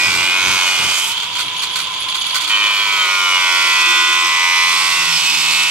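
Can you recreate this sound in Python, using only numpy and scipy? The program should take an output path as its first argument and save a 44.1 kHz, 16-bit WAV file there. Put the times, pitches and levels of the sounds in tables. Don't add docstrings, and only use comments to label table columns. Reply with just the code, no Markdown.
import sys
import numpy as np
from scipy import signal
from scipy.fft import rfft, irfft
from scipy.io import wavfile
from scipy.ndimage import uniform_filter1d, map_coordinates

SR = 44100
rng = np.random.default_rng(int(sys.argv[2]) if len(sys.argv) > 2 else 0)


def master_out(mix):
    frames = np.transpose(np.atleast_2d(mix))
    ceiling = np.clip(frames, -1, 1)
    pcm = np.round(ceiling * 32767).astype(np.int16)
    wavfile.write(sys.argv[1], SR, pcm)


N = 251370
TIME = np.arange(N) / SR
BINS = np.fft.rfftfreq(N, 1 / SR)

# time in seconds, turns per second.
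SPEED_COURSE = [(0, 83.5), (.42, 93.4), (.68, 91.3), (.8, 89.8), (.99, 90.3), (1.28, 99.9), (1.6, 104.2),
                (2.15, 106.4), (2.52, 104.7), (2.8, 102.0), (3.51, 87.6), (3.82, 85.25), (4.14, 86.0),
                (4.54, 87.55), (4.92, 86.15), (5.29, 80.0), (5.7, 81.3)]
INERTIA_S, FREE_RATE, LOADED_RATE = .1, 106, 86
# start in seconds, end in seconds.
CUTS = [(0.0, 1.095), (2.503, 5.7)]

# frequency in Hz, relative level in dB.
PANEL_RESPONSE = [(85, -37.7), (170, -26), (770, -26), (1020, -3.0), (1250, -8.4), (1480, -4.8),
                  (1680, -20.6), (2000, -5.0), (2450, 0.0), (2780, -7.7), (3020, -5.3), (3550, -10.5),
                  (4000, -17.1), (12000, -36.0)]
# multiple of the turn, lift in dB.
FIRST_CUT_LINES = [(9, 6), (11, -3), (12, -3), (17, 4), (18, 6), (21, -5), (22, -5), (23, 2), (24, 3),
                   (25, -4), (27, 7), (28, 2), (30, -5), (34, 1), (35, -5)]
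BITING_IN_LINES = [(12, 5), (15, 4), (16, -8), (17, 7), (18, 6), (19, -8), (20, -5), (21, -8), (23, 5),
                   (24, 3), (25, 2), (26, -6), (27, -4), (28, -4), (29, 10), (30, 5), (31, -6), (41, 6),
                   (42, 9)]
SINKING_LINES = [(6, 7), (8, 8), (9, -4), (12, 3), (13, 11), (14, -5), (15, 8), (20, 4), (22, -8), (23, 3),
                 (24, 3), (25, 2), (28, -13), (29, -7), (30, -4), (34, -8), (35, -7), (36, -7)]
CHEWING_LINES = [(7, 4), (10, -10), (13, 2), (14, -5), (15, -8), (16, 3), (17, 3), (23, 4), (24, 4),
                 (27, 4), (28, -14), (31, -4), (33, -5), (36, -3), (37, -8), (38, 5), (41, -4), (43, -6)]
DEEP_CUT_LINES = [(10, -14), (12, 4), (14, 2), (17, 6), (18, 3), (21, -4), (23, 6), (25, -2), (26, -5),
                  (27, -4), (28, -4), (29, 4), (30, 6), (31, -4), (33, -4), (34, -5), (35, -4), (36, 4),
                  (37, 3), (41, 9), (43, -7), (44, -8)]
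DRAGGING_LINES = [(11, 4), (12, 8), (13, 4), (14, 7), (16, -12), (20, 6), (22, 4), (23, 13), (24, -5),
                  (25, 2), (27, 5), (29, 6), (35, 3), (38, -6), (40, 5), (46, 9)]
SLIPPING_LINES = [(8, 7), (9, 6), (10, 3), (12, 4), (13, 4), (16, -7), (18, 5), (21, 4), (22, 5), (23, 3),
                  (24, 5), (28, -11), (33, -3), (35, -4), (36, -7), (42, 4)]
WEDGED_LINES = [(11, 5), (13, -4), (16, -3), (17, -7), (19, -5), (23, 5), (25, -6), (27, 4), (28, -13),
                (31, 2), (33, 5), (35, 8), (36, 10), (37, -4), (38, 6), (42, 6), (45, 8), (46, 5)]
HOLD_PATTERNS = [FIRST_CUT_LINES, BITING_IN_LINES, SINKING_LINES, CHEWING_LINES,
                 DEEP_CUT_LINES, DRAGGING_LINES, SLIPPING_LINES, WEDGED_LINES]
# time in seconds, hold as an index into HOLD_PATTERNS (fractions blend),
# share of the turn in contact (0-1).
HOLD_COURSE = [(0, 0, .65), (.25, 0, .42), (.58, 0, .45), (.75, 0, .65), (1.15, 0, .8), (2.5, 1, .3),
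               (2.76, 1, .33), (2.98, 2, .58), (3.28, 2, .6), (3.44, 3, .7), (3.66, 3, .88), (3.84, 4, .88),
               (4.15, 4, .85), (4.34, 5, .65), (4.68, 5, .62), (4.82, 6, .7), (5.02, 6, .75),
               (5.26, 7, .62), (5.7, 7, .72)]
# time in seconds, buzz level in dB before its trim.
PRESS_CURVES = [
    [(0.0, -20), (0.25, -16), (0.47, -15), (.7, -17), (0.88, -19), (1.02, -21.5), (1.1, -26)],
    [(2.52, -16), (2.66, -15), (2.86, -18), (3.1, -16), (3.55, -14.5), (3.97, -13), (4.3, -15.5),
     (4.6, -13.5), (4.8, -16), (5.05, -18), (5.2, -18), (5.4, -18.5), (5.62, -16), (5.7, -18.5)],
]
DRIFT_DB, SLIP_RAD = 3, .45

# time in seconds, hiss level at load 1 in dB before its trim.
SPRAY_COURSE = [(0, -27), (.14, -25), (.3, -28), (.41, -26), (.47, -23.5), (.8, -25), (.95, -22.5),
                (1.1, -20), (2.5, -26), (2.8, -24), (3.2, -26.5), (3.45, -29), (4.3, -30.5), (4.8, -27),
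                (5.7, -29.5)]
# frequency in Hz, relative level in dB per Hz.
RASP_SPECTRUM = [(100, -39), (250, -17.5), (720, -6.5), (900, -5.5), (1480, -3), (1700, -10), (2100, -4.5),
                 (2450, 2), (2750, -3.5), (3050, -13), (4000, -35), (12000, -25.5)]
# frequency in Hz, relative level in dB per Hz.
HISS_SPECTRUM = [(2120, -52), (3600, -14), (3800, 0.5), (4520, 7.5), (7190, -3), (7830, -1.5),
                 (8960, -12.5), (10900, -12), (12500, -17), (14500, -25), (15600, -40)]
HISS_LOAD_DB, HISS_TOP_DB, BRIGHTEN_DB_PER_S, BRIGHTEN_S = 12, 7, 3, 1
EXIT_S, EXIT_DB, EXIT_TOP_DB = 0.19, -12, 3.5
# start in seconds, length in seconds, first Hz, last Hz, level in dB.
EDGE_RING_EVENTS = [(0, .13, 5300, 5100, -32), (0, .25, 7900, 7900, -38), (.42, .3, 6300, 6700, -34),
                    (.9, .12, 6600, 6750, -33), (.55, .5, 9400, 9600, -41), (2.52, .62, 4330, 4300, -34),
                    (2.7, .35, 7050, 6800, -40), (2.72, .3, 12000, 11900, -48), (3.1, 1.6, 5750, 5750, -35),
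                    (3.85, .6, 8100, 7800, -38), (4.7, .5, 8500, 7750, -37), (5.25, .45, 7700, 7850, -35),
                    (5.08, .55, 4250, 4200, -31), (4.75, .95, 10100, 9800, -42)]

# multiple of the turn, level in dB.
PANEL_HUM = [(2, -54), (3, -59), (4, -50)]
# start in seconds, length in seconds, multiple of the turn, level in dB.
DRONE_EVENTS = [(0.0, 0.54, 4, -45.5), (0.6, 0.39, 4, -68), (0.05, 0.47, 3, -47.5), (2.452, 0.21, 3, -49),
                (2.803, 1, 4, -50), (3.88, 0.36, 4, -41.5), (4.694, 1.0, 2, -49.5), (5.08, 0.06, 2, -38.5),
                (5.29, 0.36, 3, -49.5)]

# frequency in Hz, relative level in dB per Hz.
FAN_SPECTRUM = [(100, -69), (300, -13), (720, -7.5), (1000, 8), (1200, 0.5), (1520, -1.5), (1780, -8),
                (2300, 4.5), (3400, 8.5), (4300, -6.5), (5500, -8), (9000, -16.5), (12000, -23),
                (15500, -31)]
WHISTLE_MULTIPLE = 9.73
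# multiple of the turn, level running free in dB, level at load 1 in dB.
GEAR_TONES = [(32, -40, -34), (64, -58, -49), (96, -66, -56)]
# multiple of the disc's turn, level running free in dB, level at load 1 in dB.
MOTOR_TONES = [(24.889, -56, -44), (28.444, -50, -38), (60.444, -68, -58), (85.333, -57, -58)]
# start in seconds, length in seconds, multiple of the turn, level in dB.
SQUEAL_EVENTS = [(0.0, 0.043, 23, -25), (0.0, 0.05, 29, -21), (0.208, 0.07, 32, -26),
                 (0.654, 0.16, 32, -26), (0.62, 0.12, 34, -35), (0.884, 0.15, 34, -25.5),
                 (1.043, 0.17, 32, -31), (2.557, 0.052, 29, -20), (2.717, 0.28, 32, -27),
                 (2.952, 0.11, 32, -23.5), (3.21, 0.14, 32, -22), (3.83, 0.19, 32, -30),
                 (3.85, 0.13, 64, -36), (4.22, 0.09, 60, -35), (4.392, 0.15, 66, -34),
                 (4.954, 0.11, 32, -23.5), (4.957, 0.032, 64, -28), (5.153, 0.022, 64, -23),
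                 (5.258, 0.45, 32, -23), (5.31, 0.092, 64, -29), (5.13, 0.63, 96, -43)]
# frequency in Hz, relative level in dB per Hz.
RATTLE_SPECTRUM = [(300, -25), (1800, -9), (2400, -23), (2900, 6.5), (3400, 14), (3900, -1), (4600, 7),
                   (5300, -12), (6800, 1), (8000, -13.5), (11600, -14), (15000, -45)]
# start in seconds, length in seconds, level in dB.
FREE_RATTLE_BURSTS = [(1.173, 0.059, -26.5), (1.347, 0.087, -26), (1.576, 0.081, -26), (1.695, 0.19, -32.5),
                      (1.92, 0.13, -30), (2.09, 0.58, -27)]
RATTLE_KNOCK, RATTLE_RISE_S, RATTLE_FALL_S = .3, .018, .02
SWAY_PER_TURN, SWAY_DEPTH, SWAY_SLIP = .27, .35, .2

# time in seconds, level in dB before each port's trim.
BREEZE_COURSE = [(0.0, -46), (1.05, -56), (1.2, -48), (2.3, -51.5), (2.5, -55.5), (4.2, -66.5), (5.7, -62)]
# start in seconds, length in seconds, level in dB before each port's trim.
GUST_EVENTS = [(0.07, 0.14, -36.5), (0.442, 0.086, -35.5), (0.798, 0.068, -36.5), (1.436, 0.022, -45),
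               (4.866, 0.23, -51.5)]
# frequency in Hz, relative level in dB per Hz.
BUFFET_SPECTRUM = [(20, -28), (45, -5), (80, 1), (150, 4.5), (250, -2), (400, -2.5), (800, -11),
                   (2000, -60)]
# frequency in Hz, relative level in dB per Hz.
OUTDOORS_SPECTRUM = [(25, -20), (60, 8.5), (100, 16), (200, -8), (400, 8), (1000, 2.5), (4000, -50)]

# start in seconds, length in seconds, level in dB.
SCUFF_EVENTS = [(1.102, 0.033, -27), (1.17, 0.029, -33), (1.22, 0.022, -29), (1.35, 0.053, -29),
                (1.383, 0.026, -25.5), (1.618, 0.017, -21), (1.754, 0.0083, -17), (1.783, 0.038, -28.5),
                (2.084, 0.011, -30), (2.15, 0.0092, -25), (2.264, 0.013, -27.5), (2.342, 0.025, -17),
                (2.404, 0.043, -24), (2.472, 0.027, -23)]
# frequency in Hz, relative level in dB per Hz.
SCUFF_SPECTRUM = [(180, -57), (300, -7), (720, -2), (1050, 10.5), (1490, 17.5), (1670, 0.5), (2370, 18),
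                  (2980, -1), (3350, 12.5), (4010, 8.5), (4290, 16), (5400, 3.5), (6370, 7), (10300, 1),
                  (15600, -12)]
# start in seconds, length in seconds, level in dB.
CHIRP_BOUTS = [(1.434, 0.066, -46), (1.58, 0.066, -42), (1.71, .025, -42), (1.796, .05, -41),
               (1.91, .035, -46), (2, 0.034, -37), (2.087, .02, -41), (2.146, 0.025, -41),
               (2.197, 0.021, -37), (2.265, .025, -40), (2.32, .02, -40)]
# time in seconds, level in dB.
TICK_EVENTS = [(1.462, -27), (1.482, -17.5), (1.544, -28), (1.622, -30), (1.637, -19), (1.712, -24),
               (1.759, -27), (2.086, -18), (2.124, -17), (2.146, -15.5), (2.243, -16), (2.264, -20),
               (2.309, -15)]
# frequency in Hz, relative level in dB per Hz.
TICK_SPECTRUM = [(300, -28), (1000, -7), (1800, -3), (2400, 8), (3400, 9), (4500, 6.5), (5500, -31),
                 (10000, -15), (15000, -34)]

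# frequency in Hz, left minus right in dB.
PORT_PAN = [(100, 0.5), (500, 0), (800, 2.6), (1200, 4), (1800, -2.5), (2500, 0), (3300, -3), (4400, -9),
            (5600, -11), (7400, -15), (8700, -6), (10200, -7), (11800, -1), (14500, -5)]
# frequency in Hz, lead of the left in radians.
PORT_LEAD = [(100, -0.11), (1500, -0.43), (1900, -1.6), (2150, -0.97), (2750, -0.69), (3200, -1.58),
             (3900, -1.5), (7800, -1.37), (12000, -1.76)]
# frequency in Hz, likeness 0-1.
PORT_LIKENESS = [(100, 1), (1000, 0.87), (2500, 0.52), (4000, 0.19), (8000, 1), (15000, 0.76)]
BAND_LIMIT_HZ = 15750


def amp(db):
    return 10 ** (np.asarray(db) / 20)


def unit(x):
    return x / np.sqrt(np.mean(x ** 2) + 1e-20)


def at_hz(points, hz):
    f, value = np.transpose(points)
    return np.interp(np.log(hz + 1), np.log(f + 1), value)


def at_time(rows, t=TIME):
    s, *columns = np.transpose(rows)
    return [np.interp(t, s, c) for c in columns]


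def wander(rate, t=TIME):
    knots = rng.standard_normal(2048)
    steps = np.linspace(0, t[-1], min(len(t), 8192))
    curve = map_coordinates(knots, [steps * rate], order=2, mode="wrap")
    return unit(np.interp(t, steps, curve))


def swell(start, length, rise, fall):
    return np.clip(1 + np.minimum((TIME - start) / rise, (start + length - TIME) / fall), 0, 1)


def coloured(x, spectrum):
    return unit(irfft(rfft(x) * amp(at_hz(spectrum, BINS)), N))


def air(spectrum, drive=1):
    a, b = rfft(rng.standard_normal((2, N)) * drive)
    alike = np.clip(at_hz(PORT_LIKENESS, BINS), 0, 1)
    side = b * np.sqrt((1 - alike) / (1 + alike))
    return coloured(irfft(np.array([a + side, a - side]), N), spectrum)


def speed():
    return uniform_filter1d(at_time(SPEED_COURSE)[0], round(INERTIA_S * SR), mode="nearest")


def load():
    return np.maximum(FREE_RATE - speed(), 0) / (FREE_RATE - LOADED_RATE)


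def disc_turns(jitter=0.00043, jitter_rate=45):
    return np.cumsum(speed() * (1 + jitter * wander(jitter_rate))) / SR


def contact(bite_s=0.008, lift_s=0.055):
    return sum(swell(start, end - start, bite_s, lift_s) for start, end in CUTS)


def swarf_db():
    return at_time(SPRAY_COURSE)[0] + HISS_LOAD_DB * (load() - 1)


def tone(turns, multiple, flutter=0.29, flutter_rate=40, shake_turns=0.0011, shake_rate=90):
    angle = turns + shake_turns * wander(shake_rate)
    return unit((1 + flutter * wander(flutter_rate)) * np.sin(2 * np.pi * multiple * angle))


def swelling(turns, steady, events, edge_s):
    power = {round(k): gain ** 2 for k, gain in steady}
    for start, length, k, db in events:
        event_gain = amp(db) * swell(start, length, edge_s, edge_s)
        power[round(k)] = power.get(round(k), 0) + event_gain ** 2
    return sum(np.sqrt(p) * tone(turns, k) for k, p in power.items())


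def chips(per_s, decay_s):
    kicks = (rng.random(N) < per_s / SR) * np.minimum(rng.exponential(1, N), 2)
    return signal.lfilter([1], [1, -np.exp(-1 / (decay_s * SR))], kicks + 1e-12)


def rim_buzz(turns, level_db=-1, treble_drift_db=7, treble_db=3, blur=1.0, blur_rate=40,
             drift_rate=4, slip_rate=12, shake=0.028, count=110, size=2048):
    t = TIME[::441]
    order = np.arange(1, count + 1)
    hz = order[:, None] * np.interp(t, TIME, speed())
    hold, share = at_time(HOLD_COURSE, t)
    cut_db = at_time(np.vstack(PRESS_CURVES), t)[0]
    db = at_hz(PANEL_RESPONSE, hz)
    for i, pattern in enumerate(HOLD_PATTERNS):
        weight = np.maximum(1 - abs(hold - i), 0)
        for multiple, lift_db in pattern:
            db[round(multiple) - 1] += lift_db * weight
    fine = 1 / (1 + (4000 / hz) ** 8)
    db += (DRIFT_DB + treble_drift_db * fine) * np.tanh([wander(drift_rate, t) for _ in order])
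    swarf = np.interp(t, TIME, swarf_db())
    db += fine * (treble_db + swarf - swarf.mean())
    steps = np.concatenate([rng.permutation(np.linspace(-.43, .43, 5)) for _ in order[::5]])
    phase = 2 * np.pi * np.cumsum(steps[:count, None], 0) * share
    phase += SLIP_RAD * np.array([wander(slip_rate, t) for _ in order])
    blurred = np.maximum(fine, 0.89 * (1 - share))
    phase += blur * blurred * np.array([wander(blur_rate, t) for _ in order])
    kept = ~np.isin(order, [1, 2, 3, 4, 32])[:, None]
    lines = amp(db) * np.exp(1j * phase) * kept
    one_turn = irfft(np.vstack([0 * t, lines]).T, size)
    one_turn *= (amp(cut_db) / one_turn.std(axis=1))[:, None]
    row = np.interp(TIME, t, np.arange(len(t)))
    buzz = map_coordinates(one_turn, [row, turns % 1 * size], order=1, mode="grid-wrap")
    return amp(level_db) * buzz * contact() * (1 + shake * wander(150))


def tearing_grit(turns, pulsing=0.5, chip_size=0.76, flake_size=0.36, flutter_db=1):
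    share = at_time(HOLD_COURSE)[1]
    per_turn = np.cos(2 * np.pi * turns) + .5 * np.cos(4 * np.pi * turns)
    surge = np.maximum(1 + pulsing * (1 - share) * per_turn, 0)
    small_chips = chip_size * chips(per_s=370, decay_s=0.000087)
    flakes = flake_size * chips(per_s=82, decay_s=0.00042)
    return surge * amp(flutter_db * wander(90)) * (1 + small_chips + flakes)


def leaving_cut():
    return swell(CUTS[0][1], 0, EXIT_S, EXIT_S)


def rasp(grit, level_db=-4.0, deep_db=-1.0, body_deep_db=-8.5):
    depth = np.minimum(at_time(HOLD_COURSE)[0] / 3, 1)
    press_db = at_time(np.vstack(PRESS_CURVES))[0]
    torn = air(RASP_SPECTRUM, grit) * amp(.5 * (press_db + swarf_db()) + level_db + deep_db * depth)
    body = irfft(rfft(torn) / (1 + (BINS / 1900) ** 8), N)
    thinned = torn - body + body * amp(body_deep_db * depth)
    return thinned * amp(EXIT_DB * leaving_cut()) * contact()


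def swarf_hiss(grit, level_db=-1):
    hiss = air(HISS_SPECTRUM, grit) * amp(swarf_db() + level_db)
    top = irfft(rfft(hiss) / (1 + (8000 / (BINS + 1)) ** 6), N)
    since_bite = sum((TIME - start) * (TIME >= start) * (TIME < end + EXIT_S) for start, end in CUTS)
    leaving = leaving_cut()
    brighten_db = BRIGHTEN_DB_PER_S * np.minimum(since_bite, BRIGHTEN_S)
    top_db = HISS_TOP_DB + brighten_db + EXIT_TOP_DB * leaving
    return ((hiss - top) * amp(EXIT_DB * leaving) + top * amp(top_db)) * contact()


def edge_rings(grit, width_share=0.055, edge_s=0.1):
    out = np.zeros((2, N))
    scrape = rng.standard_normal((2, N)) * grit
    for start, length, first_hz, last_hz, db in EDGE_RING_EVENTS:
        on = (TIME > start - edge_s) & (TIME < start + length + edge_s)
        hz = np.interp(TIME[on], [start, start + length], [first_hz, last_hz])
        carrier = np.exp(2j * np.pi * np.cumsum(hz) / SR)
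        r = np.exp(-np.pi * width_share * first_hz / SR)
        narrow = signal.lfilter([(1 - r) ** 2], [1, -2 * r, r * r], scrape[:, on] / carrier)
        ring = (carrier * narrow).real
        out[:, on] += amp(db) * swell(start, length, edge_s, edge_s)[on] * unit(ring + ring.mean(0))
    return out * contact()


def flap(turns, edge_s=0.068):
    hum = [(k, amp(db) * contact()) for k, db in PANEL_HUM]
    return swelling(turns, hum, DRONE_EVENTS, edge_s)


def fan_air(level_db=-25.5):
    return amp(level_db) * air(FAN_SPECTRUM)


def whistle(turns, level_db=-35.5, load_db=-8, waver_db=2, waver_rate=35, eddy_rate=50, eddy=0.55):
    eddies = 1 + eddy * (wander(eddy_rate) + 1j * wander(eddy_rate))
    note = unit((eddies * np.exp(2j * np.pi * WHISTLE_MULTIPLE * turns)).real)
    return note * amp(level_db + load_db * load() + waver_db * wander(waver_rate))


def whine(turns, edge_s=0.073):
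    strain = np.minimum(load(), 1)
    gears = [(k, amp(free + strain * (full - free))) for k, free, full in GEAR_TONES]
    motor = sum(amp(free + strain * (full - free)) * tone(turns, k) for k, free, full in MOTOR_TONES)
    return motor + swelling(turns, gears, SQUEAL_EVENTS, edge_s)


def gear_rattle(turns, level_db=-34, loaded_db=-10, throb_db=2, throb_rate=110):
    knocks = amp(throb_db * wander(throb_rate)) * (1 + RATTLE_KNOCK * np.cos(2 * np.pi * turns))
    sway_cycles = SWAY_PER_TURN * turns + SWAY_SLIP * wander(8.25)
    knocks = knocks * (1 + SWAY_DEPTH * np.sin(2 * np.pi * sway_cycles))
    bursts = sum(amp(db) * swell(start, length, RATTLE_RISE_S, RATTLE_FALL_S)
                 for start, length, db in FREE_RATTLE_BURSTS)
    steady = amp(level_db + loaded_db * contact())
    return np.hypot(steady, bursts) * air(RATTLE_SPECTRUM, knocks)


def breeze(left_db=7, right_db=-5, lumpy_db=0.5, gust_rise_s=0.032, gust_fall_s=0.075):
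    lumps = amp(lumpy_db * wander(45))
    buffet = coloured(rng.standard_normal((2, N)) * lumps, BUFFET_SPECTRUM)
    gusts = sum(amp(db) * swell(start, length, gust_rise_s, gust_fall_s) for start, length, db in GUST_EVENTS)
    strength = np.hypot(amp(at_time(BREEZE_COURSE)[0]), gusts)
    return buffet * strength * amp([[left_db], [right_db]])


def outdoors(level_db=-56):
    return amp(level_db) * air(OUTDOORS_SPECTRUM)


def scuffs(turns, rise_s=0.0045, fall_s=0.021, pulsing=0.076, chip_size=1.0):
    touch = 0
    for start, length, db in SCUFF_EVENTS:
        fade = np.exp(-np.maximum(TIME - start - length, 0) / fall_s)
        touch = touch + amp(db) * np.clip((TIME - start) / rise_s, 0, 1) * fade
    pulse = 1 + pulsing * np.cos(2 * np.pi * turns)
    crackle = 1 + chip_size * chips(per_s=300, decay_s=0.00072)
    return touch * air(SCUFF_SPECTRUM, pulse * crackle)


def bearing(ring_hz=10450, width_hz=850, chirp_rate=110, edge_s=0.0094):
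    band = 1 / (1 + (2 * (BINS - ring_hz) / width_hz) ** 4)
    ring = unit(irfft(rfft(rng.standard_normal((2, N))) * band, N))
    bouts = sum(amp(db) * swell(start, length, edge_s, edge_s) for start, length, db in CHIRP_BOUTS)
    return ring * bouts * amp(2 * wander(chirp_rate))


def ticks(decay_s=0.0043):
    strikes = sum(amp(db) * (TIME >= s) * np.exp(-np.clip((TIME - s) / decay_s, 0, 20))
                  for s, db in TICK_EVENTS)
    return air(TICK_SPECTRUM) * strikes


def pair(x):
    pan = amp(at_hz(PORT_PAN, BINS) / 2)
    lead = np.exp(.5j * at_hz(PORT_LEAD, BINS))
    ports = np.array([pan * lead, 1 / (pan * lead)])
    return irfft(rfft(x) * ports / abs(ports.mean(0)), N)


def yard(x, echo_db=-16, t60=0.1, size=4096):
    t = np.arange(size) / SR
    sparse = rng.standard_normal((2, size)) * (rng.random((2, size)) < .03)
    taps = sparse * amp(-60 * t / t60) * (t > .002)
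    taps /= np.linalg.norm(taps, axis=1, keepdims=True)
    return x + amp(echo_db) * signal.oaconvolve(x, taps, axes=1)[:, :N]


def scene():
    turns = disc_turns()
    grit = tearing_grit(turns)
    cutting = rim_buzz(turns) + rasp(grit) + swarf_hiss(grit) + edge_rings(grit) + flap(turns)
    grinder = fan_air() + whistle(turns) + whine(turns) + gear_rattle(turns) + bearing()
    tool = cutting + grinder + scuffs(turns) + ticks()
    return yard(pair(tool)) + breeze() + outdoors()


def record(dry):
    rounded = dry / (1 + (dry / .95) ** 8) ** (1 / 8)
    low_pass = signal.firwin(511, BAND_LIMIT_HZ, window=("kaiser", 9), fs=SR)
    return signal.oaconvolve(rounded, low_pass[None], "same")


dry = scene()
out = record(dry)
master_out(out)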